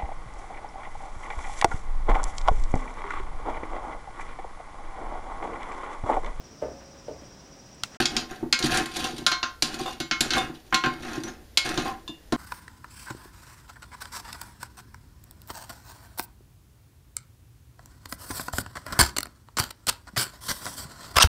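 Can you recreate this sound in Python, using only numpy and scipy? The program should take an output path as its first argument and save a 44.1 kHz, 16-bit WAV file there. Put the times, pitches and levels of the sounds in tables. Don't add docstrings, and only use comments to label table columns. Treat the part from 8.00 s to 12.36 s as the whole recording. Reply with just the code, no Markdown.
import sys
import numpy as np
from scipy import signal
from scipy.fft import rfft, irfft, next_fast_len
from scipy.io import wavfile
from scipy.ndimage import map_coordinates

SR = 44100
rng = np.random.default_rng(int(sys.argv[2]) if len(sys.argv) > 2 else 0)


def store_pcm(level_fs):
    pcm = np.round(np.clip(level_fs, -1, 1) * 32767).astype(np.int16)
    wavfile.write(sys.argv[1], SR, np.atleast_2d(pcm).T)


N = 192449
TIME_S = np.arange(N) / SR
AGE_S = np.arange(SR // 2) / SR


# start_s, clack_db, treble_db, wall_db, spot_hz, tongs_db, thump_db
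TONG_BLOWS = [(0.0234, -27, -32, -40, 1260, -39, -34), (0.0557, -16.5, -9, -43, 1620, -45, -62),
              (0.1661, -19, -8, -43.5, 930, -31, -34), (0.5265, -12.5, -7.5, -25.5, 2010, -35, -38),
              (0.6261, -27, -6, -40, 1010, -34, -44), (1.265, -14.5, -2, -23, 1330, -31, -42),
              (1.3167, -29, -5, -27, 1210, -30, -39), (1.4294, -22.5, -57, -28.5, 1100, -36.5, -40.5),
              (1.6231, -15.5, 4, -38, 1070, -31.5, -32.5), (2.0019, -31, 7.5, -36.5, 1290, -36, -31),
              (2.1119, -21, -34, -26.5, 1630, -34.5, -34.5), (2.2067, -15, 4, -39, 1470, -42, -29),
              (2.3055, -23.5, -8, -32.5, 1740, -32.5, -42), (2.3351, -25, -6, -27, 2000, -34.5, -59),
              (2.7253, -49, -25, -25.5, 1440, -46, -34), (2.744, -16.5, -5, -26, 1440, -31, -33),
              (2.838, -47, -18, -24, 1420, -37.5, -31), (2.861, -42, -14, -30, 1370, -41.5, -27),
              (3.573, -11.5, 0, -28.5, 2180, -52, -45), (3.7755, -27.5, -12, -32, 1130, -36.5, -25.5),
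              (4.3231, -29.5, 2, -31.5, 970, -47, -21.5)]
# start_s, pitch_hz, level_db, t60_s
TIP_PINGS = [(3.238, 5900, -43.5, 0.16), (3.283, 6480, -46, 0.15), (3.284, 5230, -55, 0.34)]

def strikes(choke_s=0.42):
    out = np.zeros(N)
    choke = np.exp(-(AGE_S / choke_s) ** 4)
    for start_s, clack_db, treble_db, wall_db, spot_hz, tongs_db, thump_db in TONG_BLOWS:
        metal = choke * (amp(wall_db) * wall_ring(spot_hz) + amp(tongs_db) * tongs_ring())
        contact = amp(clack_db - 5.5) * clack(treble_db)
        add(out, start_s, contact + metal + amp(thump_db) * thump(shudder_db=-7))
    for start_s, pitch_hz, level_db, t60_s in TIP_PINGS:
        ping = struck(np.sin(2 * np.pi * pitch_hz * AGE_S) * fade(t60_s))
        add(out, start_s, amp(level_db) * ping)
    return out


# freq_hz, density_db
CLACK_SPECTRUM = [(100, -49), (600, -13), (1500, -11.5), (2600, -4.5), (3600, -0.5), (4500, 1.5),
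                  (5500, -3), (7300, -5.5), (8100, -9), (9500, -11.5), (12000, -19.5), (15000, -34)]

def clack(treble_db, prong_lag_s=0.0033, prong_db=-9):
    knots_hz = np.linspace(0, SR / 2, num=110)
    colour_db = 2 * rng.standard_normal(len(knots_hz))
    shelf = [(6300, 0), (9500, 1)]
    burst = coloured(rng.standard_normal(len(AGE_S)), CLACK_SPECTRUM)
    burst = filtered(burst, lambda hz: amp(np.interp(hz, knots_hz, colour_db)
                                           + treble_db * along(shelf, hz)))
    first_prong = (fade(t60_s=.047) + amp(-4) * fade(t60_s=.015)) * rise(.0002)
    second_prong = amp(prong_db) * np.interp(AGE_S - prong_lag_s, AGE_S, first_prong)
    return struck(burst * np.hypot(first_prong, second_prong))


# pitch_hz, level_db, t60_s
WALL_MODES = [(728, -1, .3), (1038, -4, .2), (1057, 0, .26), (1222, -6, .2), (1364, -1, .22),
              (1418, -4, .26), (1531, 0, .22), (1568, -3, .2), (1723, -5, .2), (1925, -6, .2),
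              (2135, -4, .24), (2176, 1, .26), (2380, -8, .2), (2559, 0, .2)]
# freq_hz, density_db
WALL_SPECTRUM = [(300, -26), (620, -1), (1000, -13), (1600, 0.5), (2400, -2), (3200, 5), (6000, -35)]

def wall_ring(spot_hz, focus_db=13):
    def favour_db(hz):
        return -focus_db * np.log2((hz + 1) / spot_hz) ** 2

    modes = [(hz, db + favour_db(hz), t60_s) for hz, db, t60_s in detuned(WALL_MODES, spread=.0019)]
    spectrum = [(hz, db + favour_db(hz) / 2) for hz, db in WALL_SPECTRUM]
    return amp(-.5) * ring(modes, scatter_db=2.5) + amp(-4.5) * dense_ring(spectrum, t60_s=.11)


# pitch_hz, level_db, t60_s
TONGS_MODES = [(2692, -4, .2), (2929, -4, .2), (3171, -2, .22), (3494, -2, .17), (3677, -3, .22),
               (3960, -1, .22), (4151, -1, .24), (4436, -1, .17), (4657, -3, .2), (5233, -4, .2),
               (5674, -4, .17), (6067, -6, .2), (6288, -7, .2), (6729, -8, .2), (7230, -7, .17)]
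# freq_hz, density_db
TONGS_SPECTRUM = [(1200, -50), (2500, 5.5), (4200, 13), (7200, -13.5), (8100, -1), (9500, -14),
                  (12000, -56), (15000, -42)]

def tongs_ring():
    modes = detuned(TONGS_MODES, spread=.018)
    return ring(modes, scatter_db=3) + dense_ring(TONGS_SPECTRUM, t60_s=.1)


# pitch_hz, width_hz, level_db
AIR_MODES = [(148, 40, -11), (248, 28, -9), (319, 28, -1), (340, 28, 0), (720, 45, -10)]
# freq_hz, density_db
RUMBLE_SPECTRUM = [(20, 4), (50, -2), (85, -10), (140, -6), (215, 0.5), (450, -8), (900, -12), (2500, -44)]

def thump(shudder_db, boom_db=11):
    shift = np.exp(.025 * rng.standard_normal())
    air = [(hz * shift, width_hz, db) for hz, width_hz, db in AIR_MODES]
    shudder = rng.standard_normal(len(AGE_S)) * fade(t60_s=.05) * rise(.014)
    dull_shudder = coloured(shudder, [(500, -5.5), (1200, -6), (2500, -24), (6000, -42)])
    rattle = struck(resonate(dull_shudder, air))
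    push = AGE_S * np.exp(-AGE_S / .00042)
    boom = struck(resonate(push, air) * rise(.012))
    hollow = struck(rattle + amp(boom_db) * boom)
    return struck(hollow + amp(shudder_db) * struck(coloured(shudder, RUMBLE_SPECTRUM)))


# freq_hz, density_db
SCRAPE_SPECTRUM = [(100, 7), (400, -12), (560, -23), (730, 20), (900, -1), (1100, 4.5), (1700, 11),
                   (2500, -3), (3500, -14), (6000, -70)]

def raking(slip_rate_hz=70, slip_db=-1.5):
    rumble_gain, scrape_gain, grit_gain = stroke_gains()
    wander = map_coordinates(rng.standard_normal(2000), [TIME_S * slip_rate_hz])
    slips = unit(amp(slip_db * wander))
    judder = grains(rate_hz=730, spread_db=3) * slips
    rumble = amp(-5) * unit(resonate(judder, AIR_MODES)) + amp(-4.5) * coloured(judder, RUMBLE_SPECTRUM)
    rub = grains(rate_hz=2000, spread_db=4) * slips
    damped_wall = ring(WALL_MODES, scatter_db=2) * fade(t60_s=.5)
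    scrape = amp(-6) * coloured(rub, SCRAPE_SPECTRUM) + amp(-11.5) * drive(rub, damped_wall)
    return rumble_gain * rumble + scrape_gain * scrape + grit_gain * cinders(slips)


# start_s, length_s, end_pressure_db, build_db, grit_over_scrape_db
RAKE_STROKES = [(0.0, 0.013, -27.5, -29, -4), (0.089, 0.097, -32, 5, -8), (0.288, 0.12, -48, -11, -9),
                (0.592, 0.076, -25, 6.5, -3.5), (0.689, 0.08, -17.5, 9, -4.5),
                (0.878, 0.11, -41, 14.5, 9.5), (0.95, 0.12, -31.5, 1, -0.5), (1.14, 0.042, -39, 14, 0),
                (1.63, 0.12, -35.5, -0.5, -3), (1.784, 0.14, -43, -4, 0), (2.218, 0.074, -34, -4.5, -6),
                (2.312, 0.064, -21, 9.5, -12), (2.4, 0.02, -35.5, 9, 0.5), (2.532, 0.031, -66, 8, 14),
                (2.644, 0.1, -61.5, 1.5, 4), (2.874, 0.21, -53.5, -15.5, -7.5), (3.02, 0.14, -33, 2, -7),
                (3.246, 0.05, -37, 2, -9.5), (3.642, 0.079, -29, -2, -6), (3.717, 0.085, -26.5, 17, -7.5),
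                (3.842, 0.066, -37.5, -5, -8)]

def stroke_gains(bite_s=0.014):
    power = np.zeros((3, N))
    fall_db_per_s = np.array([[143], [201], [244]])
    for start_s, length_s, end_db, build_db, grit_db in RAKE_STROKES:
        age_s = TIME_S - start_s
        bite = np.clip(age_s / bite_s, 0, 1)
        pressure_db = end_db - build_db * np.clip(1 - age_s / length_s, 0, 1)
        rumble_db = -15.5 + .62 * pressure_db
        levels_db = np.array([rumble_db, pressure_db, pressure_db + grit_db])
        release_db = fall_db_per_s * np.maximum(age_s - length_s, 0)
        power += (bite * amp(levels_db - release_db)) ** 2
    return np.sqrt(power)


# freq_hz, density_db
GRIT_SPECTRUM = [(1000, -49), (2300, 1), (3300, 9), (4500, 2), (6000, 1.5), (7400, -4.5), (8100, -6),
                 (9200, -3), (11000, -10.5), (15000, -22.5)]

def cinders(slips, lumps=6):
    ash = coloured(grains(rate_hz=3000, spread_db=3.5) * slips, GRIT_SPECTRUM)
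    snaps = [grains(rate_hz=40, spread_db=4) * slips for _ in range(lumps)]
    crunch = unit(sum(drive(snap, cinder_ring()) for snap in snaps))
    return amp(-9) * ash + amp(-2.5) * crunch + amp(-11) * drive(sum(snaps), tongs_ring())


def cinder_ring(scatter_db=7):
    knots_hz = np.geomspace(1000, 15000, num=36)
    colour_db = along(GRIT_SPECTRUM, knots_hz) + scatter_db * rng.standard_normal(len(knots_hz))
    return dense_ring(list(zip(knots_hz, colour_db)), t60_s=.043)


# start_s, relative_db
CINDER_CRACKS = [(0.5902, -24), (0.659, -27), (0.746, -24), (0.772, -19), (0.858, -29), (0.9674, -26),
                 (1.181, -33), (1.742, -31), (1.925, -40.5), (2.38, -28), (3.2357, -32.5), (3.691, -29)]

def cracks():
    out = np.zeros(N)
    for start_s, relative_db in CINDER_CRACKS:
        crack = amp(-8.5) * clack(treble_db=5) + amp(-15) * wall_ring(spot_hz=1260)
        add(out, start_s, amp(relative_db) * crack)
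    return out


# start_s, level_db
GRATE_BUMPS = [(.001, -25.5), (0.136, -37), (0.427, -26.5), (0.455, -36), (0.639, -23), (0.715, -35),
               (.803, -29), (1.131, -36.5), (1.183, -36), (1.216, -36.5), (1.807, -32), (2.494, -34),
               (3.175, -29), (3.241, -37), (4.091, -36.5)]
# start_s, length_s, level_db
GRATE_SHOVES = [(1.045, 0.031, -33.5), (1.789, 0.022, -34), (1.858, 0.051, -31.5), (2.365, 0.028, -25),
                (2.414, 0.012, -42), (2.725, 0.025, -29.5), (2.84, 0.066, -32.5), (3.855, 0.072, -29.5)]
# pitch_hz, width_hz, level_db
SEAT_MODES = [(525, 27, 2), (768, 26, 16), (1063, 37, 3.5), (1040, 33, 9)]
# start_s, relative_db
BAR_CHINKS = [(1.861, -35.5), (2.381, -27.5), (4.078, -36)]
# pitch_hz, level_db, t60_s
BAR_MODES = [(1034, -4, .06), (1707, -15, .2), (2697, -16, .4), (2832, -10, .3), (3450, -8, .14),
             (3590, -2, .15), (4996, -21, .2), (6950, -21, .15)]

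def grate():
    out = np.zeros(N)
    for start_s, level_db in GRATE_BUMPS:
        add(out, start_s, amp(level_db) * thump(shudder_db=-15))
    for start_s, length_s, level_db in GRATE_SHOVES:
        slide = np.sqrt(np.clip(1 - AGE_S / length_s, 0, 1))
        friction = slide * grains(rate_hz=810, spread_db=0)[:len(AGE_S)]
        add(out, start_s, amp(level_db) * struck(resonate(friction, SEAT_MODES)))
    for start_s, relative_db in BAR_CHINKS:
        chink = ring(BAR_MODES, scatter_db=1.5) + amp(-9) * dense_ring(CLACK_SPECTRUM, t60_s=.08)
        add(out, start_s, amp(relative_db - 1) * chink)
    return out


# pitch_hz, level_db, t60_s
LONG_MODES = [(807, -4, .4), (1330, -6, .9), (1455, -6, .85), (1925, 3, .5), (2697, -6, .4)]

def after_ring(contacts, level_db=-56):
    shaking = np.abs(contacts) * rng.standard_normal(N)
    return amp(level_db) * drive(shaking, ring(LONG_MODES, scatter_db=0))


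# freq_hz, t60_s
CORNER_DECAY = [(100, .28), (1000, .28), (5000, .24), (14000, .15)]

def tiled_corner(x):
    hz, age_s, noise = signal.stft(rng.standard_normal(SR // 2), SR, nperseg=256)
    decay = amp(-60 * age_s / along(CORNER_DECAY, hz)[:, None])
    _, tail = signal.istft(noise * decay, SR, nperseg=256)
    tail = np.concatenate([np.zeros(SR // 200), tail])
    return signal.fftconvolve(x, tail / np.linalg.norm(tail))[:N]


# freq_hz, density_db
ROOM_SPECTRUM = [(12, -2), (20, -1.5), (64, 2.5), (126, -11.5), (491, -15), (1130, -25), (1300, -26),
                 (1770, -22), (2330, -27.5), (4680, -26.5), (6540, -29.5), (7310, -30.5), (15500, -33.5)]

def room_tone(level_db=-50):
    return amp(level_db) * coloured(rng.standard_normal(N), ROOM_SPECTRUM)


def ring(modes, scatter_db):
    hz, db, t60_s = np.transpose(modes)[:, :, None]
    size = amp(db + scatter_db * rng.standard_normal(hz.shape))
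    phase = rng.uniform(0, 2 * np.pi, hz.shape)
    return struck(np.sum(size * fade(t60_s) * np.sin(2 * np.pi * hz * AGE_S + phase), axis=0))


def dense_ring(spectrum, t60_s):
    return struck(coloured(rng.standard_normal(len(AGE_S)), spectrum) * fade(t60_s))


def detuned(modes, spread):
    return [(hz * np.exp(spread * rng.standard_normal()), db, t60_s) for hz, db, t60_s in modes]


def grains(rate_hz, spread_db):
    size = amp(spread_db * np.minimum(rng.standard_exponential(N), 3.5))
    hits = rng.random(N) < rate_hz / SR
    return unit(hits * size * rng.choice([-1, 1], N))


def resonate(force, modes):
    return filtered(force, lambda hz: sum(
        amp(db) * 1j * hz * width_hz / (pitch_hz ** 2 - hz ** 2 + 1j * hz * width_hz)
        for pitch_hz, width_hz, db in modes))


def drive(force, body_ring):
    return unit(signal.fftconvolve(force, body_ring)[:N])


def coloured(x, spectrum):
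    return unit(filtered(x, lambda hz: amp(along(spectrum, hz))))


def filtered(x, response):
    size = next_fast_len(len(x) + SR // 4)
    return irfft(rfft(x, size) * response(np.fft.rfftfreq(size, 1 / SR)), size)[:len(x)]


def along(points, hz):
    knots_hz, values = np.transpose(points)
    return np.interp(np.log(hz + 1), np.log(knots_hz + 1), values)


def struck(x):
    return x / np.sqrt(np.mean(x[AGE_S < .03] ** 2))


def rise(tau_s):
    return 1 - np.exp(-AGE_S / tau_s)


def fade(t60_s):
    return amp(-60 * AGE_S / t60_s)


def amp(db):
    return 10 ** (np.asarray(db) / 20)


def unit(x):
    return x / np.sqrt(np.mean(x ** 2) + 1e-20)


def add(track, start_s, sound):
    part = track[max(0, round(start_s * SR)):][:len(sound)]
    part += sound[:len(part)]


def scene():
    contacts = strikes() + cracks() + grate() + raking()
    stove = contacts + after_ring(contacts)
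    background = room_tone()
    return (stove + amp(-8) * tiled_corner(stove) + background)[None]


# freq_hz, gain_db
TREBLE_NOTCH = [(7700, -1.5), (8150, -14), (8500, -1.5)]

def record(dry, ceiling=0.85, cutoff_hz=15500):
    x = filtered(dry[0], lambda hz: amp(along(TREBLE_NOTCH, hz)))
    x = x / (1 + np.abs(x / ceiling) ** 6) ** (1 / 6)
    return filtered(x, lambda hz: 1 / (1 + (hz / cutoff_hz) ** 120))[None]


dry = scene()
out = record(dry)
store_pcm(out)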